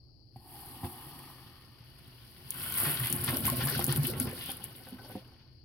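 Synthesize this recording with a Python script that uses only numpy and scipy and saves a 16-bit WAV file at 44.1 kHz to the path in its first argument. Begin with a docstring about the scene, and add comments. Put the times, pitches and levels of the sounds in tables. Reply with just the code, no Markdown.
"""Low room noise, a hum and a thin hiss come first; then instant coffee is tipped into a glass of
superheated water standing in a steel sink. Random bursts seethe under a shrinking air column, foam
over the rim with loud fizz and sharp spits, and excite the modes of the basin. Gliding sines glug;
a few last bumps of vapour ring the modes of the half-empty glass as the boil settles."""
import sys
import numpy as np
from scipy import signal
from scipy.fft import rfft, irfft
from scipy.io import wavfile

SR = 44100
rng = np.random.default_rng(int(sys.argv[2]) if len(sys.argv) > 2 else 0)


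def unload_audio(sound):
    """Save the sound as a 16-bit wav file, at the path given as the first command line argument."""
    columns = np.transpose(np.atleast_2d(sound))
    # keep every value between -1 and 1, then stretch to whole-number steps
    steps = np.round(np.clip(columns, -1, 1) * 32767)
    wavfile.write(sys.argv[1], SR, steps.astype(np.int16))


N = 248724
T = np.arange(N) / SR
# powder lands, rest of the spoonful lands, foam tops the rim, water pours on the basin
POWDER_S, LAST_POWDER_S, OVERFLOW_S, POUR_S = 0.39, 0.831, 2.47, 2.682


def undb(db):
    """Decibels to gain."""
    return 10 ** (np.asarray(db) / 20)


def unit(x):
    """Scale so that the centre of the stereo image has a standard deviation of 1."""
    return x / np.std(np.atleast_2d(x).mean(axis=0))


def peak(x, db):
    """Scale to a peak level."""
    return x / np.abs(x).max() * undb(db)


def curves(rows):
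    """Each column of a table, after its times, as a value per sample."""
    s, *columns = np.transpose(rows)
    return [np.interp(T, s, c) for c in columns]


def pan(db):
    """Left and right gains for a level difference."""
    return undb(np.array([[0.5], [-0.5]]) * db)


def add(out, s, x):
    """Mix a short sound in at time s."""
    i = max(int(s * SR), 0)
    out[:, i:i + x.shape[-1]] += x[..., :N - i]


def through(x, response):
    """Pass a sound through an impulse response."""
    return signal.fftconvolve(np.atleast_2d(x), np.atleast_2d(response), axes=1)[:, :x.shape[-1]]


def colour(points, size=2048):
    """Causal minimum-phase response with a spectrum of (Hz, dB) points, via the folded cepstrum."""
    hz, db = np.transpose(points)
    f = np.maximum(np.fft.rfftfreq(size, 1 / SR), 1)
    cepstrum = irfft(np.log(undb(np.interp(np.log(f), np.log(hz), db))))
    cepstrum[1:size // 2] *= 2
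    cepstrum[size // 2 + 1:] = 0
    return irfft(np.exp(rfft(cepstrum)))


def fade(t60, size=16384):
    """Exponential decay by 60 dB in t60 seconds."""
    return np.exp(-np.log(1000) * T[:size] / t60)


def rise_and_fall(start, attack_s, hold_s, release_t60):
    """Gain that rises quickly at first, holds at 1, then dies away."""
    age = T - start
    rise = np.sqrt(np.clip(age / attack_s, 0, 1))
    return rise * np.exp(-np.log(1000) * np.maximum(age - attack_s - hold_s, 0) / release_t60)


def walk(rate):
    """Random curve with a spread near 1: normal knots at `rate` per second, joined by lines."""
    knots = rng.standard_normal(4096)
    return np.interp(T * rate, np.arange(len(knots)), knots)


def ring(modes, spread, size=16384):
    """Stereo ring of modes; the higher the mode, the more its phase differs between the ears."""
    out = 0
    for k, (hz, t60, db) in enumerate(modes):
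        offset = np.array([[0.5], [-0.5]]) * (-1) ** k * min(spread * hz / 1000, 2)
        out = out + undb(db) * fade(t60) * np.cos(2 * np.pi * hz * T[:size] + offset)
    return out


def sink(near_db, near_t60, room_db, room_t60, size=16384):
    """Direct sound, quick reflections off the steel walls, then the kitchen."""
    out = np.zeros((2, size))
    for db, t60 in ((near_db, near_t60), (room_db, room_t60)):
        tail = rng.standard_normal((2, size)) * fade(t60) * (T[:size] > 0.001)
        out += undb(db) * tail / np.sqrt(np.sum(tail ** 2) / 2)
    out[:, 0] += 1
    return out


def bursts(rate, scatter_db):
    """Bubbles bursting at random: many small, a few large."""
    chance, size, sign = rng.random(N), rng.exponential(size=N), rng.choice([-1, 1], N)
    return (chance < rate / SR) * sign * undb(scatter_db * np.minimum(size, 5))


def bubble(hz, cycles, glide, swell, size=16384):
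    """A bubble swells and rings for some cycles while its pitch glides; its envelope peaks at 1."""
    age = T[:size] * hz / cycles
    age = age[age < 1]
    envelope = np.exp(-np.log(1000) * age) * (1 - np.exp(-age / swell)) ** 2
    return envelope / envelope.max() * np.sin(2 * np.pi * cycles * (age + glide * age ** 2))


def pings(rate, count=8):
    """Pinhead bubbles tick one by one, each size at its own high pitch."""
    out = np.zeros((2, N))
    for hz in np.geomspace(8800, 15000, count):
        tick = np.sin(2 * np.pi * hz * T[:512]) * fade(t60=0.0025, size=512)
        for when, side, size in rng.random((int(rate * T[-1] / count), 3)):
            strength = undb(9.3 * min(-np.log(1 - size), 3.5))
            add(out, when * T[-1], tick * strength * pan(16 * (side - 0.5)))
    return unit(out)


# colour of the fizz: pitch_hz, level_db
FIZZ_COLOUR = [(2000, -33.5), (4500, -39), (6000, -67.5), (7000, -24.5), (8000, -16.5), (9200, -6.5),
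               (10800, -1.5), (12000, -2), (14000, -7.5), (15800, -10.5)]
THIN_FOAM_DB, LONE_SNAP_DB = -63, -3.5  # single snaps weaken once the fizz is thicker than this


def foam(db, froth):
    """Tiny films snap all over the head: an even sizzle at first, coarse crackle once it spills."""
    flurry = undb(7.2 * froth * walk(130))
    left, right, centre = (bursts(rate=1500, scatter_db=4.4) for _ in range(3))
    snaps = unit(np.array([left, right]) + 0.3 * centre)
    sizzle = unit(rng.standard_normal((2, N)))
    coarse = np.clip(0.5 * froth + 0.43, 0, 1)
    clicks = (np.sqrt(coarse) * snaps + np.sqrt(1 - coarse) * sizzle) * flurry
    lone_gain = undb(LONE_SNAP_DB - 0.18 * np.maximum(db - THIN_FOAM_DB, 0))
    clicks = clicks + lone_gain * froth * pings(rate=260)
    walls = sink(near_db=-7.5, near_t60=0.033, room_db=-2.5, room_t60=0.85)
    return unit(through(through(clicks, colour(FIZZ_COLOUR)), walls)) * undb(db + 4.0)


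# colour of watery crackle: pitch_hz, level_db
SEETHE_COLOUR = [(150, -20), (450, -4), (900, 0.5), (1270, 0), (1600, -0.5), (1870, 4), (2400, 1.5),
                 (3250, 7), (3750, 0), (4600, 4), (5500, -2), (6500, -10.5), (8000, -52.5), (16000, -43.5)]


def wet_steel(x):
    """Watery crackle echoing between the walls of the basin."""
    walls = sink(near_db=-1.5, near_t60=0.053, room_db=-24.5, room_t60=0.65)
    return through(through(x, colour(SEETHE_COLOUR)), walls)


# modes of the ringing steel: pitch_hz, t60_s, level_db
STEEL_MODES = [(1084, 0.13, -3), (1402, 0.061, 3), (1524, 0.071, 7), (1835, 0.078, -10.5),
               (2090, 0.027, -13), (2720, .05, -8.5), (3460, 0.023, 18)]


def seething(db, froth, count=6):
    """Bubbles of each size crackle in their own surges; as the froth coarsens, the steel rings along."""
    clicks, surge = 0, 1.4 * walk(45)
    for hz in np.geomspace(500, 5000, count):
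        left, right, centre = (bursts(rate=1500, scatter_db=4.0) for _ in range(3))
        band = colour([(hz / 2, -26), (hz / 1.2, 0), (hz * 1.2, 0), (hz * 2, -26)])
        sized = through(np.array([left, right]) + np.sqrt(1300 / hz) * centre, band)
        clicks = clicks + sized * undb(froth * (surge + 4.2 * walk(32)))
    steel = unit(through(clicks, ring(STEEL_MODES, spread=0.66)))
    return unit(wet_steel(clicks)) * undb(db + 1.98) + steel * froth * undb(db - 7.5)


AIR_M, LEAST_AIR_M, FOAM_RISE_M_S = 0.112, 0.072, 0.034
SLOSH_SHARE = 0.04  # spread of the pitch wander
COLUMN_DB, FLARE_DB = -56.5, -47


def air_column():
    """Boiling hums in a quarter-wave pipe of air that shortens as foam rises, past sink resonances."""
    air_m = np.maximum(AIR_M - FOAM_RISE_M_S * (T - POWDER_S), LEAST_AIR_M)
    hz = 343 / (4 * air_m) * (1 + SLOSH_SHARE * walk(70))
    crackle = 0.35 * rng.standard_normal((2, N)) + unit(bursts(rate=9000, scatter_db=2.0))
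    band = through(crackle, fade(t60=0.0029) * T[:16384] ** 2)
    tone = (band * np.exp(2j * np.pi * np.cumsum(hz) / SR)).real  # lowpassed crackle shifted to hz
    tone = through(tone, colour([
        (450, -14.5), (610, -22), (720, 3.5), (820, 5.5), (960, -1.5), (1080, -0.5),
        (1260, 2.5), (1420, -12), (1700, 0), (1860, 18), (2100, -7.5)]))
    # the water and glass throb below
    body = through(crackle, colour([(150, -27), (250, 0), (345, 3.5), (450, -10.5), (800, -62)]))
    boil = undb(COLUMN_DB) * rise_and_fall(POWDER_S, attack_s=0.23, hold_s=0.58, release_t60=2.34)
    flare = rise_and_fall(LAST_POWDER_S, attack_s=0.005, hold_s=0.008, release_t60=0.14)
    hum = unit(tone) * undb(0.81 * walk(35)) + undb(-5.0) * unit(body)
    return hum * (boil + undb(FLARE_DB) * flare)


SPILL_DB = -44.5
LANDING_LAG_S = 0.06  # fall of the foam from rim to basin


def spill():
    """The first sheet of foam rushes over the rim and patters on the dry steel."""
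    patter = np.array([bursts(rate=1800, scatter_db=2.5) for _ in range(2)])
    patter = patter + bursts(rate=1500, scatter_db=5.0)
    rush = through(patter * undb(1.1 * walk(60)), colour([
        (400, -5.5), (600, -8.5), (850, -8), (1070, 5), (1250, -6.5), (1480, 10),
        (1750, -7.5), (2200, -3.5), (3350, -3), (4200, -10.5), (5200, -9.5), (8000, -29)]))
    gain = rise_and_fall(OVERFLOW_S + LANDING_LAG_S, attack_s=0.18, hold_s=0.22, release_t60=0.88)
    return unit(wet_steel(rush)) * undb(SPILL_DB) * gain


# droplets spitting out of the foam, before trims: start_s, level_db, left_minus_right_db
SPIT_EVENTS = [(2.5047, -14.5, 1.0), (2.5413, -31, 2.0), (2.7222, -22, 2.0), (2.7401, -22, 3.0),
               (2.783, -18, 3.5), (2.8015, -17, 4.0), (3.0568, -22, 1.5), (3.0704, -17, 1.5),
               (3.1007, -21, 1.5), (3.1258, -13, 6.5), (3.244, -19, 2.5), (3.3692, -15, 4.5),
               (3.4535, -16, 4.5), (3.466, -14, 1.5), (3.481, -18, 3.0), (3.4994, -14, 5.5),
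               (3.6585, -22, 4.0), (3.6716, -18, 4.5), (3.7923, -17, 2.0), (3.8014, -23, -1.0),
               (3.8241, -23, 2.5), (3.8417, -11, 2.5), (3.8646, -18, 2.0), (3.924, -16, 4.0),
               (3.9604, -16, 5.0), (4.0322, -20, 0.5), (4.0782, -24, 4.5), (4.1121, -30, -.5),
               (4.1989, -13.5, 3.5), (4.3116, -33, -.5), (4.3904, -31, 1.5), (4.4383, -28.5, 1.5),
               (4.4593, -27, 3), (4.5164, -24, 2.0), (4.6404, -22, 3.0), (4.8868, -37, -2.0)]


def spits(size=8192):
    """A hot droplet snaps for a millisecond and echoes in the sink."""
    out, t = np.zeros((2, N)), T[:size]
    for s, db, pan_db in SPIT_EVENTS:
        hz = rng.uniform(9800, 13000)
        snap = np.sin(2 * np.pi * hz * t) * fade(t60=0.0013, size=size)
        snap = snap + 0.54 * rng.standard_normal((2, size)) * fade(t60=0.004, size=size)
        snap = snap * (1 - np.exp(-t / 0.000067))  # the film takes a moment to tear
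        snap = through(snap, colour([
            (1500, -34), (4500, -14.5), (7000, -12), (8200, -8.0),
            (9800, 1.5), (15000, -4), (17000, -19.0)]))
        snap = through(snap, sink(near_db=-7, near_t60=0.05, room_db=-16, room_t60=0.27))
        snap = snap / np.abs(snap).max(axis=1, keepdims=True)
        add(out, s + 0.001, snap * undb(db + 1) * pan(pan_db - 0.5))
    return out


# slaps: powder bursting into the water, then spilled water on steel: start_s, peak_db, centre_hz, t60_s
SLAP_EVENTS = [(0.36, -58, 1900, 0.21), (0.84, -39.5, 1700, 0.054), (2.535, -39, 1350, 0.35),
               (2.635, -37.5, 1300, 0.47), (2.772, -27.5, 1080, 0.77), (2.846, -24.5, 1390, 0.25),
               (2.999, -30.5, 1535, 0.078), (3.034, -26.5, 1980, 0.28), (3.243, -33, 1200, 0.02),
               (3.278, -22.5, 1290, 0.13), (3.335, -37, 553, 0.17), (3.452, -24, 2270, 0.22),
               (3.501, -28, 785, 0.073), (3.604, -25, 1410, 0.1), (3.671, -25, 1250, 0.15),
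               (3.747, -32.5, 1420, 0.15), (3.811, -27.5, 905, 0.068), (3.886, -26.5, 1290, 0.12),
               (3.928, -28.5, 1450, 0.073), (4.051, -31.5, 2980, 0.052), (4.135, -35, 1600, 0.061),
               (4.197, -33, 1450, 0.096), (4.271, -33.5, 1140, 0.16), (4.376, -38, 2040, 0.16),
               (4.408, -32, 2960, 0.2), (4.487, -30.5, 3200, 0.14)]


def slaps():
    """Powder bursts into the water, later spilled water hits steel: click sprays, each at its own pitch."""
    out = np.zeros((2, N))
    for s, db, hz, t60 in SLAP_EVENTS:
        spray = 0.18 * rng.standard_normal(16384) + bursts(rate=2300, scatter_db=4.0)[:16384]
        spray = spray * fade(t60)
        slap = wet_steel(through(spray, colour([(hz / 3, -14), (hz, 0), (hz * 3, -14)])))
        slap = slap + undb(-53.5) * through(slap, ring(STEEL_MODES, spread=0.49))
        add(out, s, peak(slap, db))
    return out


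SPATTER_DB = -11.5  # relative to the seething drive


def spatter(db):
    """Loose drops and the largest films crack one by one above the seething."""
    left, right, centre = (bursts(rate=100, scatter_db=4.5) for _ in range(3))
    cracks = through(np.array([left, right]) + 0.38 * centre, colour([
        (500, -14.5), (1400, 6.5), (2200, 0.0), (3300, -6), (3700, -8.5),
        (4500, 10), (5300, 3.0), (6500, -49.0), (9000, -22)]))
    walls = sink(near_db=-4, near_t60=0.025, room_db=-30.5, room_t60=0.25)
    return unit(through(cracks, walls)) * undb(db + SPATTER_DB)


# single fat drops landing: start_s, peak_db, centre_hz
DROP_EVENTS = [(2.519, -38, 3040), (2.616, -35.5, 4080), (2.737, -39, 4030), (2.882, -37, 2600),
               (2.971, -29, 3870), (3.278, -26, 3440), (3.791, -26, 1060), (3.916, -26, 4200),
               (3.916, -33.5, 1600), (3.961, -32.5, 3000), (4.028, -53, 3200), (4.051, -28, 2770),
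               (4.489, -53, 1530), (4.751, -43, 3180), (4.85, -46, 3200), (5.046, -56, 4400)]


def drops():
    """A single fat drop cracks on the wet steel."""
    out = np.zeros((2, N))
    for s, db, hz in DROP_EVENTS:
        walls = sink(near_db=7.5, near_t60=0.036, room_db=-14.0, room_t60=0.12)
        band = colour([(hz / 3, -20), (hz, 0), (hz * 1.05, 0), (hz * 2, -26), (hz * 4, -45)])
        add(out, s, peak(through(walls, band), db))
    return out


# large gulping bubbles, before shudder and echo: start_s, level_db, pitch_hz, glide_share (mean shift)
GLUG_EVENTS = [(0.359, -48.5, 780, -0.043), (2.861, -26.5, 136.7, 0.11), (3.001, -27, 126, 0.098),
               (3.277, -27, 133, 0.099), (3.297, -46, 620, 0.075), (3.332, -32, 260, 0.07),
               (3.332, -39, 560, 0.17), (3.349, -41.5, 386, 0.076), (3.362, -35.5, 620, -0.16),
               (3.431, -29.5, 133, -0.0053), (3.465, -33.5, 203, 0.11), (3.48, -27, 1072, 0.00034),
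               (3.489, -29, 135, -0.03), (3.515, -32.5, 246, -0.024), (3.522, -39, 568, 0.0092),
               (3.532, -39, 670, -0.045), (3.591, -36, 517, 0.018), (3.604, -44, 798, -0.068),
               (3.637, -36, 1760, -0.036), (3.646, -24.5, 131.4, 0.15), (3.668, -36, 1070, 0.084),
               (3.686, -33.5, 1730, -0.00018), (3.703, -44, 492, -0.053), (3.708, -34, 1493, .03),
               (3.719, -39, 376, .2), (3.75, -33.5, 1520, 0.01), (3.757, -28, 143.4, -0.026),
               (3.764, -32.5, 240, 0.011), (3.796, -50, 330, -0.12), (3.887, -24.5, 129, 0.11),
               (3.891, -43.5, 418, -0.061), (3.969, -36, 199, -0.27), (3.978, -25.5, 137.6, 0.071),
               (4.041, -37, 260, 0.19), (4.079, -33, 349, 0.13), (4.096, -40, 500, 0.15),
               (4.13, -40, 450, 0.035), (4.205, -33, 251, -0.0008), (4.265, -39.5, 523, -0.095),
               (4.302, -53, 420, 0.055), (4.327, -36, 518, -0.03)]


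def glugs():
    """Big vapour pockets gulp through the foam and shudder; the smaller ones ring for more cycles."""
    out = np.zeros((2, N))
    for s, db, hz, glide in GLUG_EVENTS:
        gulp = bubble(hz, cycles=18 * (hz / 130) ** 0.61, glide=glide, swell=0.084 * 130 / hz)
        shudder = undb(2.5 * walk(hz / 7)[:len(gulp)])
        add(out, s, undb(db) * gulp * shudder)
    return through(out, sink(near_db=-19, near_t60=0.054, room_db=-8.5, room_t60=0.62))


def gurgle(db, froth, count=3000):
    """Small bubbles and drops chirp in the overflow; the coarser the froth, the larger they get."""
    out = np.zeros((2, N))
    for when, pitch, size, length, side in rng.random((count, 5)):
        pitch = 1 - (1 - pitch) * (0.5 + 0.5 * froth[int(when * N)])
        cycles = (7 + 14 * length) * 3 ** pitch
        chirp = bubble(hz=205 * 20.5 ** pitch, cycles=cycles, glide=0.065, swell=0.021)
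        strength = undb(5.4 * min(-np.log(1 - size), 3.5) - 8 * pitch)  # big bubbles are louder
        add(out, when * T[-1], chirp * strength * pan(14 * pitch * (side - 0.5)))
    wet = through(out, sink(near_db=10.0, near_t60=0.021, room_db=-37.5, room_t60=0.3))
    return unit(wet) * np.sqrt(froth) * undb(db - 8)


# bubbles tumbling in the spilled water, later in the half-empty glass, before trim: start_s, level_db
TUMBLE_LEVELS = [(2.5, -73), (2.6, -62), (2.78, -54), (2.87, -38), (2.96, -50), (3.05, -56), (3.2, -71),
                 (3.34, -43), (3.42, -41.5), (3.52, -54), (3.66, -52), (3.8, -45), (4.0, -48), (4.12, -48),
                 (4.29, -42), (4.4, -60), (4.75, -60), (5.12, -50.5), (5.25, -59), (5.5, -80.5)]


def tumbling(count=4000):
    """A crowd of blunt, pea-sized bubbles overlaps in quick gushes; each dies within some cycles."""
    out = np.zeros((2, N))
    for when, pitch, size, length, side in rng.random((count, 5)):
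        cycles = (6 + 10 * length) * 2 ** pitch
        blub = bubble(hz=230 * 5.5 ** pitch, cycles=cycles, glide=0.14, swell=0.044)
        strength = undb(3.2 * min(-np.log(1 - size), 3.5) - 5.0 * pitch)
        add(out, when * T[-1], blub * strength * pan(6 * (side - 0.5)))
    walls = sink(near_db=-6, near_t60=0.028, room_db=-18, room_t60=0.3)
    wet = through(out * undb(2.9 * walk(42)), walls)
    return unit(wet) * undb(curves(TUMBLE_LEVELS)[0] - 5.5)


# modes of the sink and the air in it: pitch_hz, t60_s, level_db
BASIN_MODES = [(68.4, 0.055, -29), (90.8, 0.11, 2), (121.9, 0.25, 2.5), (138.7, 0.1, 9), (168, 0.13, -1),
               (222, 0.15, 3.5), (248.9, 0.11, 6.5), (349, 0.23, 3), (512, 0.12, 0), (704, 0.032, 9),
               (803, 0.11, 5), (1080, 0.2, 4)]


def rumble(db):
    """Churning water drums on the basin through the foot of the glass."""
    knocks = bursts(rate=540, scatter_db=2.0) * undb(2.25 * walk(25.08))
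    drum = through(knocks, ring(BASIN_MODES, spread=2.8))
    drum = through(drum, colour([(30, -5.5), (90, 3.0), (1500, -13.5), (4000, -29.5)]))
    return unit(drum) * undb(db - 4.0)


# powder landing, then vapour bumps and gushes that shake the basin: start_s, peak_db, brightness_db
BUMP_EVENTS = [(0.359, -42.5, 8), (.833, -30, -3), (.844, -28, 18), (1.801, -50, -26), (2.831, -30.5, 13),
               (3.041, -34.5, 2), (3.127, -39, -25.5), (3.326, -27.5, 27.5), (3.449, -25.5, 14),
               (3.522, -41.5, 8), (3.58, -27, 5), (3.765, -39, 1), (3.79, -22.5, 27), (3.88, -23, 12),
               (3.973, -30, 10.5), (4.196, -34, 3.5), (4.269, -29.5, 12)]


def bumps():
    """Each blow pushes the basin once and rattles on; sharper ones drive the higher modes more."""
    out = np.zeros((2, N))
    for s, db, bright_db in BUMP_EVENTS:
        modes = [(hz * (1 + 0.0062 * rng.standard_normal()), t60,
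                  mode_db + bright_db * np.clip(np.log(hz / 140), 0, 1))
                 for hz, t60, mode_db in BASIN_MODES]
        push = 0.048 * rng.standard_normal(16384) * fade(t60=0.022)  # the rattle after the blow
        push[0] += 1
        thud = through(through(push, ring(modes, spread=0.96)), colour([
            (30, -7.5), (65, 15.5), (105, 21.5), (1200, -12.0), (3000, -21.0), (8000, -39.5)]))
        add(out, s + 0.00218, peak(thud, db))
    return out


# last vapour bubbles collapsing in the half-empty glass: start_s, peak_db, pitch_hz
PLOP_EVENTS = [(4.487, -34, 510), (4.605, -43, 327), (4.678, -50, 1100), (4.739, -54.5, 250),
               (4.802, -48, 600), (4.868, -41.5, 800), (4.924, -36, 198), (4.986, -43.5, 1280),
               (5.047, -46, 696), (5.098, -37.5, 506), (5.112, -48, 696), (5.153, -27.5, 275),
               (5.32, -54, 450)]
# modes of the half-empty glass: pitch_hz, t60_s, level_db
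GLASS_MODES = [(120, 0.092, 3), (195, 0.098, 5), (254, 0.12, 4), (323, 0.17, -4), (516, 0.14, 0.5),
               (752, 0.054, 8), (835, 0.036, -9), (1504, 0.1, 3)]


def plops():
    """Vapour collapses in a short shudder; each pocket rings the glass modes near its own pitch."""
    out = np.zeros((2, N))
    for s, db, hz in PLOP_EVENTS:
        push = 0.16 * rng.standard_normal(16384) * fade(t60=0.07)
        push[0] += 1
        modes = [(f * (1 + 0.019 * rng.standard_normal()), t60, mode_db)
                 for f, t60, mode_db in GLASS_MODES]
        knock = through(push, sink(near_db=4, near_t60=0.015, room_db=-14, room_t60=0.25))
        plop = through(push, ring(modes, spread=0.97)) + undb(23) * knock
        plop = through(plop, colour([(hz / 4, -12), (hz, 0), (hz * 3, -9), (hz * 8, -36)]))
        add(out, s, peak(plop, db))
    return out


# colour of the room noise: pitch_hz, level_db
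ROOM_COLOUR = [(25, -17.5), (70, -4.5), (100, -8.5), (122, 1), (160, -21.5), (240, -19.5), (340, -20),
               (430, -30), (600, -33.5), (850, -37), (1300, -77), (3000, -61), (8000, -100)]
# colour of the hiss: pitch_hz, level_db
HISS_COLOUR = [(1500, -17.5), (3000, -10), (3700, -21), (4200, 13.5), (4650, 17.5), (5200, 8), (6200, -19),
               (9000, -72), (16000, -11.5)]


def kitchen():
    """Low room noise, an appliance hum and a narrow steady hiss."""
    low = rng.standard_normal(N) + 2.16 * rng.standard_normal((2, N))
    low = unit(through(low, colour(ROOM_COLOUR, size=8192))) * undb(-58.5)
    hiss = 0.26 * rng.standard_normal(N) + rng.standard_normal((2, N))
    hiss = unit(through(hiss, colour(HISS_COLOUR))) * undb(-76.0) * pan(db=14)
    hum = undb(-70.5) * np.sin(2 * np.pi * 120 * T)
    return low + hiss + hum


# the head of foam heaves: centre_s, half_length_s, lift_db
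FOAM_SURGES = [(0.368, 0.0062, 11.5), (0.855, 0.016, 6), (1.192, 0.0031, 8.5), (1.99, 0.0054, 7),
               (2.798, 0.071, 8.5), (2.922, 0.027, 3), (3.28, 0.02, 2), (3.475, 0.025, 7.5),
               (3.63, 0.087, 5.5), (4.067, 0.03, 5.5), (4.221, 0.032, 11), (4.448, 0.13, 14),
               (4.511, 0.012, 5.5), (4.648, 0.015, 3.5), (5.1, 0.1, 12)]
LULL_SHARE, LULL_LEAD_S = 0.64, 0.062  # the boil sags before each heave while vapour gathers


def heaving():
    """Lift of the boil in dB: a lull, then a surge, for every heave of the foam."""
    lift_db = 0
    for s, length, db in FOAM_SURGES:
        surge = np.exp(-((T - s) / length) ** 2)
        lull = np.exp(-((T - s + LULL_LEAD_S) / length) ** 2)
        lift_db = lift_db + db * (surge - LULL_SHARE * lull)
    return lift_db


SHAKE_OVER_SEETHE_DB, SHAKE_MAX_DB, POUR_DB = 10, -46, -35  # drive of the rumble, before its trim


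def shaking(seethe_db):
    """Rumble drive in dB: a little from the seething glass, much more while water pours on the basin."""
    glass = undb(np.minimum(seethe_db + SHAKE_OVER_SEETHE_DB, SHAKE_MAX_DB))
    pour = undb(POUR_DB) * rise_and_fall(POUR_S, attack_s=0.88, hold_s=0.69, release_t60=0.63)
    return 20 * np.log10(np.hypot(glass, pour))


# drive of the boil in the glass, before heaves and trims: start_s, foam_db, seethe_db
GLASS_BOIL = [(0.25, -101, -92), (0.4, -69, -77), (0.54, -54.5, -61.5), (0.88, -52, -59.5),
              (1.24, -56.5, -59), (1.73, -71, -66), (2.43, -62, -61.5), (2.49, -54, -61)]
# drive of the boil as it overflows and dies down, likewise: start_s, foam_db, seethe_db
RIM_BOIL = [(2.64, -39, -50.5), (2.71, -39.5, -51), (2.9, -37, -47.5), (3.27, -43, -47.5),
            (3.729, -42.5, -46), (4.55, -56, -57.5), (5.07, -65, -62.5), (5.46, -85.5, -70.5),
            (5.64, -92, -80)]
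SEETHE_SURGE_SHARE = 0.56  # how much of a heave reaches the seething below
IDLE_FIZZ_DB = -94  # least foam drive: faint sizzle of the undisturbed hot water
FINE_FROTH = 0.246  # bubble size before the overflow: 0 fine sizzle - 1 bursting froth


def scene():
    """The boil drives the textures and its bubbles coarsen as it overflows; single events ride on top."""
    foam_db, seethe_db = curves(np.vstack([GLASS_BOIL, RIM_BOIL]))
    lift_db = heaving()
    foam_db = np.maximum(foam_db + lift_db - 2.5, IDLE_FIZZ_DB)
    seethe_db = seethe_db + SEETHE_SURGE_SHARE * lift_db - 1.5
    overflow = rise_and_fall(OVERFLOW_S, attack_s=0.876, hold_s=0.7, release_t60=25) ** 2
    froth = np.clip(FINE_FROTH + (1 - FINE_FROTH) * overflow, 0, 1)
    boil = foam(foam_db, froth) + seething(seethe_db, froth) + air_column()
    spray = spill() + spits() + slaps() + spatter(seethe_db) + drops()
    bubbles = glugs() + gurgle(seethe_db + 2.0, froth) + tumbling()
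    knocks = rumble(shaking(seethe_db)) + bumps() + plops()
    return boil + spray + bubbles + knocks + kitchen()


# colour difference of the two microphone ports: pitch_hz, left_minus_right_db
PORT_COLOUR = [(100, 0.5), (350, -3.5), (700, 0.5), (1100, -1), (1650, 4), (2400, 1), (3300, 6), (4000, 5),
               (5000, 7), (6000, 2.5), (7500, 0.5), (9200, -7), (11200, 4.5), (12500, 5), (15500, 5.5)]
# gain of the left-right difference, low in the bass as the ports are close: pitch_hz, level_db
STEREO_WIDTH = [(60, -8), (130, -9), (250, -1.5), (600, -5), (1300, -2.5), (4000, 0)]
PORT_TURN_HZ, PORT_TURN_WIDTH_HZ = 3430, 1050  # around here the ports move in opposite phase
TOP_HZ = 15900


def record(dry):
    """Each microphone port adds its own colour and phase; they share the bass; the top is cut."""
    mid = dry.mean(axis=0)
    side = through((dry[0] - dry[1]) / 2, colour(STEREO_WIDTH))[0]
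    left, right = mid + side, mid - side
    notch = signal.iirnotch(PORT_TURN_HZ, PORT_TURN_HZ / PORT_TURN_WIDTH_HZ, fs=SR)
    right = 2 * signal.lfilter(*notch, right) - right  # allpass: turns the phase only
    ports = np.array([colour([(hz, share * db) for hz, db in PORT_COLOUR]) for share in (0.5, -0.5)])
    top_cut = signal.ellip(10, 0.2, 70, TOP_HZ, fs=SR, output="sos")
    return signal.sosfilt(top_cut, through(np.array([left, right]), ports))


dry = scene()
out = record(dry)
unload_audio(out)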